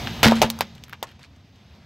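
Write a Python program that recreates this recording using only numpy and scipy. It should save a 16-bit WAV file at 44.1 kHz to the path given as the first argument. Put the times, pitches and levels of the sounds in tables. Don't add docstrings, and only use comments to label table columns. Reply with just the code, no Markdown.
import sys
import numpy as np
from scipy import signal
from scipy.io import wavfile

SR = 44100
rng = np.random.default_rng(int(sys.argv[2]) if len(sys.argv) > 2 else 0)


def field_ratio(decibels):
    return 10 ** (np.asarray(decibels, dtype=float) / 20)


def unload_wav(signal):
    wavfile.write(
        sys.argv[1],
        SR,
        np.round(np.clip(np.atleast_2d(signal).T, -1, 1) * 32767).astype(np.int16),
    )


N = 81585

# (time [s], peak [dB], shard pitch [Hz], rattle [dB], sizzle [dB])
CRUSH_SNAPS = [(0.0716, -10.5, 1700, -21, -35), (0.2303, -2, 3100, -11, -10), (0.2449, -7, 2500, -6, -15),
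               (0.2762, -6, 2730, -17, -19), (.2830, -6, 3270, -30.5, -15.5), (0.3113, -17, 3900, -25, -16),
               (0.3197, -14, 2740, -18, -32), (0.3535, -26.5, 3430, -6.5, -26),
               (.4165, -2.5, 3300, -9.5, -18), (0.424, -9.5, 2500, -15, -11),
               (0.5009, -6.5, 4470, -21.5, -7.5), (0.5887, -23, 6400, -19, -19),
               (0.6073, -5, 2440, -16, -12.5)]
# (time [s], peak [dB], shard pitch [Hz], rattle [dB], sizzle [dB])
SPLINTER_SNAPS = [(0.7502, -37.5, 4030, -14, -15), (0.7801, -37.5, 3130, -21, -22),
                  (0.8371, -21.5, 3620, -22.5, -16), (0.8816, -39, 1460, -16, -12),
                  (0.8951, -33.5, 1830, -17, -10), (0.9268, -30, 1360, -11, -16),
                  (0.9313, -20.5, 1700, -20.5, -25), (1.027, -15, 3700, -15.5, -11.5),
                  (1.0416, -36, 2700, -17, -25), (1.07, -38, 2750, -17, -30),
                  (1.0894, -39.5, 3450, -27, -24), (1.1128, -47, 1900, -2.5, -18),
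                  (1.1919, -47.5, 2730, -4, -22), (1.2303, -34, 4610, -26, -24),
                  (1.2377, -38.5, 2330, -18, -28), (1.246, -37.5, 2560, -15, -27),
                  (1.3598, -51.5, 3970, -11, -19), (1.5576, -47, 3710, -16, -19)]
# (time [s], peak [dB], pitch [Hz], rattle [dB])
SHELL_KNOCKS = [(.231, -5.5, 580, -30), (.246, -8, 640, -35), (.320, 0.5, 704, -14),
                (.411, -23.5, 558, -29), (0.4171, 0, 730, -11), (.424, -7, 806, -6.5),
                (.5015, -26, 1110, -8), (0.588, -24.5, 1080, -12), (0.6079, -4.5, 908, -16.5),
                (.9268, -33, 1190, -16), (0.9307, -27, 1580, -14), (.937, -43, 960, -24),
                (1.0267, -15.5, 766, -9), (1.042, -36, 600, -18), (1.193, -43.5, 950, -8)]
# (time [s], hold [s], bright level [dB], hollow level [dB], T60 [s])
COLLAPSES = [
    (0.2303, 0.018, -14, -20, 0.11),
    (0.257, 0.006, -20.5, -20.5, 0.31),
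    (0.357, 0.012, -36.5, -62, 0.27),
    (0.4186, 0.015, -24.5, -18, 0.13),
    (1.066, 0.032, -53.5, -61, .1),
    (1.208, 0.043, -55.5, -75, .1),
]
# (frequency [Hz], density [dB per Hz])
FRACTURE_SPECTRUM = [(200, -25), (330, -0.5), (700, -9.5), (1500, 0.5), (3700, -3), (6000, -13),
                     (9000, -19.5), (16000, -35)]
# (frequency [Hz], level [dB], T60 [s])
SHELL_MODES = [(476, -0.5, 0.022), (640, -0.5, 0.016), (760, -7, 0.016), (905, 1.5, .02)]
# (time [s], air ring [dB], carcass thud [dB])
TYRE_JOLTS = [
    (0.063, -30, -37),
    (0.233, -23, -22.5),
    (0.249, -29, -23),
    (0.2594, -6, -12),
    (0.2739, -8, -21.5),
    (.420, -31.5, -24),
    (.4435, -17, -24.5),
]
# (frequency [Hz], level [dB], T60 [s])
AIR_RING_MODES = [(227, -2.5, 0.54), (458.5, -20, .3)]
# (frequency [Hz], level [dB], T60 [s])
CARCASS_MODES = [(65, -9, 0.04), (119, -9.5, .1), (152, 4, 0.065)]
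# (time [s], grit [dB], rumble [dB])
ROLL_LEVELS = [(0.0, -34.5, -29.5), (0.18, -38, -32.5), (0.35, -39.5, -29.5), (0.422, -41, -30),
               (0.534, -45.5, -40), (0.628, -46.5, -40), (0.73, -54, -44), (0.936, -58, -47),
               (1.282, -61, -48.5), (1.478, -60.5, -48.5), (1.85, -56.5, -49.5)]
# (frequency [Hz], density [dB per Hz])
GRIT_SPECTRUM = [(200, -23), (330, -2.5), (700, -1), (1200, -6), (3600, -6), (5500, -12.5), (8000, -31),
                 (16000, -35)]
# (frequency [Hz], density [dB per Hz])
RUMBLE_SPECTRUM = [(22, -7), (38, -12), (52, -16), (66, 5), (130, 0.5), (240, -4), (280, -15.5),
                   (400, -28.5)]
# (frequency [Hz], width [Hz], share [1])
PORT_BANDS = [(5000, 2600, .45), (14200, 4600, .4)]


def rms_one(x):
    return x / np.sqrt(np.mean(x ** 2) + 1e-20)


def top_one(x):
    return x / np.max(np.abs(x))


def drift(rate_hz):
    return np.interp(np.arange(N) * rate_hz / SR, np.arange(400), rng.standard_normal(400))


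def band(x, low_hz, high_hz):
    edges_hz = [low_hz, min(high_hz, 0.45 * SR)]
    return signal.sosfilt(signal.butter(2, edges_hz, "band", fs=SR, output="sos"), x)


def ring(clicks, hz, t60_s):
    r, w = field_ratio(-60 / (t60_s * SR)), 2 * np.pi * hz / SR
    return signal.lfilter([0, np.sin(w)], [1, -2 * r * np.cos(w), r * r], clicks + 1e-18)


def grains(per_s, spread_db):
    hits = rng.random(N) < per_s / SR
    size = field_ratio(spread_db * np.minimum(rng.exponential(1, N), 4))
    return hits * size * rng.choice([-1, 1], N)


def coloured(x, spectrum, patchy_db, tilt_db=0):
    hz, db = np.transpose(spectrum)
    edges_hz = hz[0] * 2 ** np.arange(0, np.log2(hz[-1] / hz[0]) + 0.2, 1 / 3)
    out = 0
    for k, (low_hz, high_hz) in enumerate(zip(edges_hz, edges_hz[1:])):
        mid_hz = np.sqrt(low_hz * high_hz)
        gain_db = np.interp(np.log(mid_hz), np.log(hz), db) + patchy_db * drift(18)
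        gain_db = gain_db + tilt_db * max(0, min(0.6, np.log2(mid_hz / 7500)))
        settled = band(np.tile(x[k % len(x)], 2), low_hz, high_hz)[N:]
        out = out + field_ratio(gain_db) * settled
    return rms_one(out)


def snaps():
    crack_s, arrival_s, rise_s = 0.0005, 0.0009, 0.00067
    shard_t60_s, rattle_t60_s, sizzle_t60_s = 0.006, 0.066, 0.036
    out, t = np.zeros(N + SR), np.arange(SR // 6) / SR
    for s, peak_db, hz, rattle_db, sizzle_db in CRUSH_SNAPS + SPLINTER_SNAPS:
        white, tail = rng.standard_normal((2, len(t)))
        white[0] = -7.0
        crack = white * np.exp(-t / crack_s)
        late = field_ratio(rattle_db) * np.minimum(t / rise_s, 1)
        age_s = t * (hz / 2500) ** 0.59

        body = top_one(band(band(crack, hz / 2.6, hz * 1.69), hz / 2.6, hz * 3.1))
        shard = top_one(body + 0.5 * top_one(ring(crack, hz, shard_t60_s)))
        rattle = rms_one(band(tail, hz / 2.01, hz * 1.99))
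        shard += rattle * late * field_ratio(-60 * age_s / rattle_t60_s)

        sizzle_tail = rms_one(band(tail, 4200, 14000)) * late
        sizzle_tail *= field_ratio(-6.5 - 60 * age_s / sizzle_t60_s)
        sizzle = top_one(band(crack, 4600, 16500)) + sizzle_tail

        i = int((s + arrival_s) * SR)
        out[i:i + len(t)] += field_ratio(peak_db) * (shard + field_ratio(sizzle_db + 11) * sizzle)
    return out[:N]


def knocks():
    knock_t60_s, rattle_t60_s, rise_s, trim_db = 0.0074, 0.08, 0.009, -1
    out, t = np.zeros(N + SR), np.arange(SR // 6) / SR
    pull = band(np.exp(-((t - 0.0005) / 0.00015) ** 2), 330, 4000)
    for s, peak_db, hz, rattle_db in SHELL_KNOCKS:
        rattle = rms_one(band(rng.standard_normal(len(t)), 440, 1300))
        rattle *= np.minimum(t / rise_s, 1) * field_ratio(rattle_db - 60 * t / rattle_t60_s)
        i = int(s * SR)
        out[i:i + len(t)] += field_ratio(peak_db + trim_db) * (top_one(ring(pull, hz, knock_t60_s)) + rattle)
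    return out[:N]


def crunches():
    t = np.arange(N) / SR
    breaks = grains(per_s=6000, spread_db=3.5)
    bright = coloured(breaks * rng.choice([-1, 1], (2, N)), FRACTURE_SPECTRUM, patchy_db=2.0)
    hollow = rms_one(sum(field_ratio(db) * ring(grains(5000, 2.2), hz, t60_s) for hz, db, t60_s in SHELL_MODES))
    out = 0
    for s, hold_s, bright_db, hollow_db, t60_s in COLLAPSES:
        shape = (t >= s) * field_ratio(-60 * np.clip(t - s - hold_s, 0, 1) / t60_s)
        out = out + shape * (field_ratio(bright_db) * bright + field_ratio(hollow_db) * hollow)
    return out


def tyre():
    out = 0
    for column, modes in ((1, AIR_RING_MODES), (2, CARCASS_MODES)):
        clicks = np.zeros(N)
        for jolt in TYRE_JOLTS:
            clicks[int(jolt[0] * SR)] = field_ratio(jolt[column])
        out = out + sum(field_ratio(db) * ring(clicks, hz, t60_s) for hz, db, t60_s in modes)
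    soft = np.hanning(40)
    return signal.lfilter(soft / soft.sum(), 1, out)


def rolling():
    time_s, *levels_db = np.transpose(ROLL_LEVELS)
    grit_db, rumble_db = [np.interp(np.arange(N) / SR, time_s, db) for db in levels_db]
    bed = rng.standard_normal((2, N)) + field_ratio(-6.5) * rms_one(grains(per_s=1600, spread_db=4.7))
    tilt_db = 0.41 * (grit_db - grit_db.min())
    grit = coloured(bed, GRIT_SPECTRUM, patchy_db=1.5, tilt_db=tilt_db)
    grit = signal.sosfilt(signal.cheby2(10, 40, 16400, fs=SR, output="sos"), grit)
    rumble = coloured(rng.standard_normal((2, N)), RUMBLE_SPECTRUM, patchy_db=1.5)
    return field_ratio(grit_db + 0.5 + 0.86 * drift(25)) * grit + field_ratio(rumble_db - 2.5) * rumble


def scene():
    return np.tile(snaps() + knocks() + crunches() + tyre() + rolling(), (2, 1))


def low_pass(x):
    return signal.sosfilt(signal.butter(12, 16860, fs=SR, output="sos"), x)


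def record(dry):
    bass_cut_hz, top_cut_hz = 26, 16900
    x = dry + field_ratio(-2.5) * band(dry, 12000, 15100)
    x = np.tanh(x)
    x = signal.sosfilt(signal.butter(2, bass_cut_hz, "high", fs=SR, output="sos"), x)
    uneven = sum(share * band(x[0], hz - width_hz / 2, hz + width_hz / 2) for hz, width_hz, share in PORT_BANDS)
    x = x + uneven * [[-0.5], [0.5]]
    mix = signal.sosfilt(signal.cheby2(12, 60, top_cut_hz, fs=SR, output="sos"), x)
    return low_pass(mix)


dry = scene()
out = record(dry)
unload_wav(out)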